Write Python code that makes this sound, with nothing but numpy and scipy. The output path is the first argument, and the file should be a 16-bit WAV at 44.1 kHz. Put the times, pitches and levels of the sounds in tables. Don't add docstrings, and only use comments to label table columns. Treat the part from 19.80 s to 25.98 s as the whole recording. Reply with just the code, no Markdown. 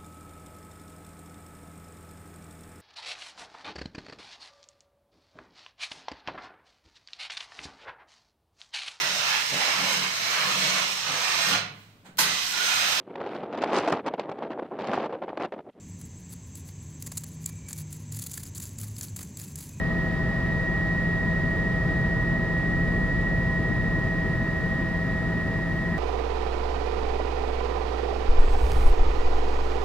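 import sys
import numpy as np
from scipy.fft import rfft, irfft, next_fast_len
from scipy.io import wavfile
from scipy.ndimage import map_coordinates

SR = 44100
rng = np.random.default_rng(int(sys.argv[2]) if len(sys.argv) > 2 else 0)


def store_pcm(level_fs):
    pcm = np.round(np.clip(level_fs, -1, 1) * 32767).astype(np.int16)
    wavfile.write(sys.argv[1], SR, np.atleast_2d(pcm).T)


N = 272538

MESH_HZ, ROTOR_SHAFT_HZ, TAIL_BLADE_HZ = 1897.9, 6.552, 84.95

# time in seconds, pitch of the main gear mesh in Hz.
MESH_DRIFT = [(0, 1896.4), (0.45, 1895.9), (0.9, 1900.3), (1.7, 1896.3), (2.7, 1898.9), (3.4, 1905.3),
              (4.2, 1895.9), (4.8, 1894.3), (6.18, 1898.2)]
# time in seconds, throb level in dB (used around its average).
BLADE_LOAD = [(0, -32.5), (1.35, -33.5), (1.8, -30), (2.35, -32), (3.5, -28.5), (4.7, -35.5), (6.18, -34)]
# frequency in Hz, relative density in dB.
RUMBLE_SPECTRUM = [(10, -47), (24, -31), (42, -10), (70, -5.5), (125, -1), (200, -4), (270, -9),
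                   (370, -11.5), (470, -16), (700, -21.5), (900, -25.5), (1500, -37.5), (3000, -67.5)]
# frequency in Hz, relative density in dB.
HISS_SPECTRUM = [(400, -17.5), (1200, 4), (2300, -0.5), (2850, -5.5), (3700, -6), (4050, -7.5),
                 (4900, -10.5), (6200, -16), (9500, -22.5), (12000, -27), (15000, -28), (15400, -37)]
# frequency in Hz, left-right likeness (capped at 1).
NOISE_LIKENESS = [(40, 0.14), (150, 0.9), (400, 0.71), (1000, 0.8), (2000, 1.5), (4000, 0.2), (8000, 0.09),
                  (14000, 0.32)]
# frequency in Hz, left over right in dB.
AIR_BALANCE = [(40, 0.92), (300, 1.4), (600, -0.12), (2500, -1.9), (4000, 0.22), (6000, 1.9), (14000, 2)]
# centre in Hz, half width in Hz, level in dB, left over right in dB.
NOISE_BANDS = [(1005.5, 40, -50, 0), (3780, 42, -66, -2.5), (14380, 55, -76.5, 1)]
# pitch in Hz, level in dB, left over right in dB.
SHAFT_TONES = [(642.5, -48.5, 5), (656, -46, -2), (798.7, -53.2, -9), (984, -60, 0), (1242, -60, -1),
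               (1255, -63, -1), (1285, -62, -6), (1298, -57, -8), (1311, -59, -1), (1477, -60, 3),
               (1698, -53.7, 2), (1797.7, -50, 4), (1954.5, -55, 0), (1997.7, -58, 0)]
# pitch in Hz, level in dB, left over right in dB.
ACCESSORY_TONES = [(2495, -72, -1), (2897, -74, 0), (3193, -73.5, -1), (3793, -73, -3), (4347, -77, 3),
                   (4797, -71.5, -2), (5490, -82, 5), (6990, -86, 4)]
# multiple of its blade rate, level in dB, left over right in dB.
TAIL_HARMONICS = [(1, -42, 5), (2, -33, 2), (3, -53, 4), (6, -50.5, -3)]
# multiple of the shaft rate, relative level in dB, left over right in dB.
ROTOR_ORDERS = [(4, -25, 4), (6, -3.5, -5), (8, -4.5, 3), (9, -12, 1), (10, -16, 3), (11, -16, -2),
                (14, -15, 5), (16, -16, 0), (18, -13, 1), (20, -5, -1), (22, -10, 1), (28, -15, 0)]
# frequency in Hz, relative density in dB.
CASE_SPECTRUM = [(1400, -60), (1650, -17.5), (1730, -7), (1840, 0.5), (1980, 2.5), (2040, -11), (2110, -28),
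                 (2300, -61)]
TORQUE_RIPPLE = [(1, .13, -.25), (2, .115, -.07), (3, .085, .06), (4, .125, .12), (5, .05, .08),
                 (7, .035, -.05)]
# time in seconds, level in dB.
WHINE_LEVEL = [(0, -32.5), (0.55, -33.5), (0.95, -30), (1.8, -31), (3.7, -31), (4.7, -33.0), (6.18, -34)]


def amp(db):
    return 10 ** (np.asarray(db) / 20)


def at_hz(points, hz):
    freqs, values = np.transpose(points)
    return np.interp(np.log(hz + 1), np.log(freqs + 1), values)


def over_time(points):
    return np.interp(np.arange(N) / SR, *np.transpose(points))


def wobble(rate):
    coarse = np.arange(0, N + 64, 64)
    knots = rng.standard_normal(int(N * rate / SR) + 4)
    return np.interp(np.arange(N), coarse, map_coordinates(knots, [coarse * rate / SR]))


def filtered(x, response):
    size = next_fast_len(N + SR // 2)
    return irfft(rfft(x, size) * response(np.fft.rfftfreq(size, 1 / SR)), size)[..., :N]


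def sides(difference):
    return np.array([[.5], [-.5]]) * difference


def tone(cycles, pan_db):
    angle = 2 * np.pi * ((cycles + rng.random()) % 1)
    return np.sqrt(2) * amp(sides(pan_db)) * np.sin(angle)


def cabin_noise(colour):
    def mid_side_gains(hz):
        turn = np.arccos(np.clip(at_hz(NOISE_LIKENESS, hz), -1, 1)) / 2
        return np.array([np.cos(turn), np.sin(turn)])
    mid, side = filtered(rng.standard_normal((2, N)), mid_side_gains)
    noise = filtered(np.array([mid + side, mid - side]), colour)
    return noise / np.sqrt(np.mean(noise ** 2) + 1e-20)


def shaft_speed(swing_hz=1.85, swings_per_s=3.5, crest_s=.205, settle_s=3.0):
    t = np.arange(N) / SR
    twist_hz = swing_hz * np.exp(-t / settle_s) * np.cos(2 * np.pi * swings_per_s * (t - crest_s))
    return (over_time(MESH_DRIFT) + twist_hz) / MESH_HZ


def blade_load_db():
    load_db = over_time(BLADE_LOAD)
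    return load_db - load_db.mean()


def airflow(rumble_db=-29, hiss_db=-46, load_share=0.18, buffet_db=0.5):
    def air(spectrum):
        return cabin_noise(lambda hz: amp(at_hz(spectrum, hz) + sides(at_hz(AIR_BALANCE, hz))))
    swell_db = load_share * blade_load_db() + buffet_db * wobble(8.2)
    rumble = amp(rumble_db + swell_db) * air(RUMBLE_SPECTRUM)
    hiss = amp(hiss_db + .15 * wobble(12)) * air(HISS_SPECTRUM)
    return rumble + hiss


def resonances():
    def band(centre, half_width, pan_db):
        return cabin_noise(lambda hz: amp(sides(pan_db)) / (1 + ((hz - centre) / half_width) ** 2))
    return sum(amp(db) * band(hz, half_width, pan) for hz, half_width, db, pan in NOISE_BANDS)


def turbine(overspeed_percent, level_db=-72.3, waver_db=2.7, db_per_percent=-5.5):
    pitch_hz = 5073 + 4 * wobble(3)
    whistle_db = level_db + db_per_percent * overspeed_percent + waver_db * wobble(5)
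    return amp(whistle_db) * tone(np.cumsum(pitch_hz) / SR, pan_db=0)


def drivetrain(clock, overspeed_percent, db_per_percent=-4.0):
    def tones(rows, waver_db):
        return sum(amp(db + waver_db * wobble(5)) * tone(hz * clock, pan) for hz, db, pan in rows)
    torque_gain = amp(db_per_percent * overspeed_percent)
    return torque_gain * (tones(SHAFT_TONES, waver_db=.7) + tones(ACCESSORY_TONES, waver_db=1.2))


def tail_rotor(clock, waver_db=0.67):
    return sum(amp(db + waver_db * wobble(9.3)) * tone(k * TAIL_BLADE_HZ * clock, pan)
               for k, db, pan in TAIL_HARMONICS)


def main_rotor(clock, level_db=-35.5, waver_db=1.5):
    throb = sum(amp(db + waver_db * wobble(4)) * tone(k * ROTOR_SHAFT_HZ * clock, pan)
                for k, db, pan in ROTOR_ORDERS)
    return amp(level_db + blade_load_db()) * throb


def gearbox(clock, flutter_db=0.5, rattle_db=-44.0):
    blade_passes = 2 * ROTOR_SHAFT_HZ * clock + .5
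    strength, shift_rad = 1, 0
    for k, depth, swing_rad in TORQUE_RIPPLE:
        angle = 2 * np.pi * k * blade_passes
        strength += depth * np.cos(angle)
        shift_rad -= swing_rad * np.sin(angle)
    whine = strength * tone(MESH_HZ * clock + shift_rad / (2 * np.pi), pan_db=-2.0)
    rattle = amp(rattle_db + sides(-1.8)) * cabin_noise(lambda hz: amp(at_hz(CASE_SPECTRUM, hz)))
    flutter = amp(flutter_db * np.array([wobble(20), wobble(20)]))
    return amp(over_time(WHINE_LEVEL)) * flutter * whine + rattle


def scene(left_lead_s=52e-6):
    speed = shaft_speed()
    clock = np.cumsum(speed) / SR
    overspeed_percent = 100 * (speed - 1)
    rotors = main_rotor(clock) + tail_rotor(clock)
    machinery = gearbox(clock) + drivetrain(clock, overspeed_percent) + turbine(overspeed_percent)
    cabin = rotors + machinery + airflow() + resonances()
    return filtered(cabin, lambda hz: np.exp(2j * np.pi * hz * sides(left_lead_s)))


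def record(dry, top_hz=15750):
    return filtered(dry, lambda hz: hz < top_hz)


dry = scene()
out = record(dry)
store_pcm(out)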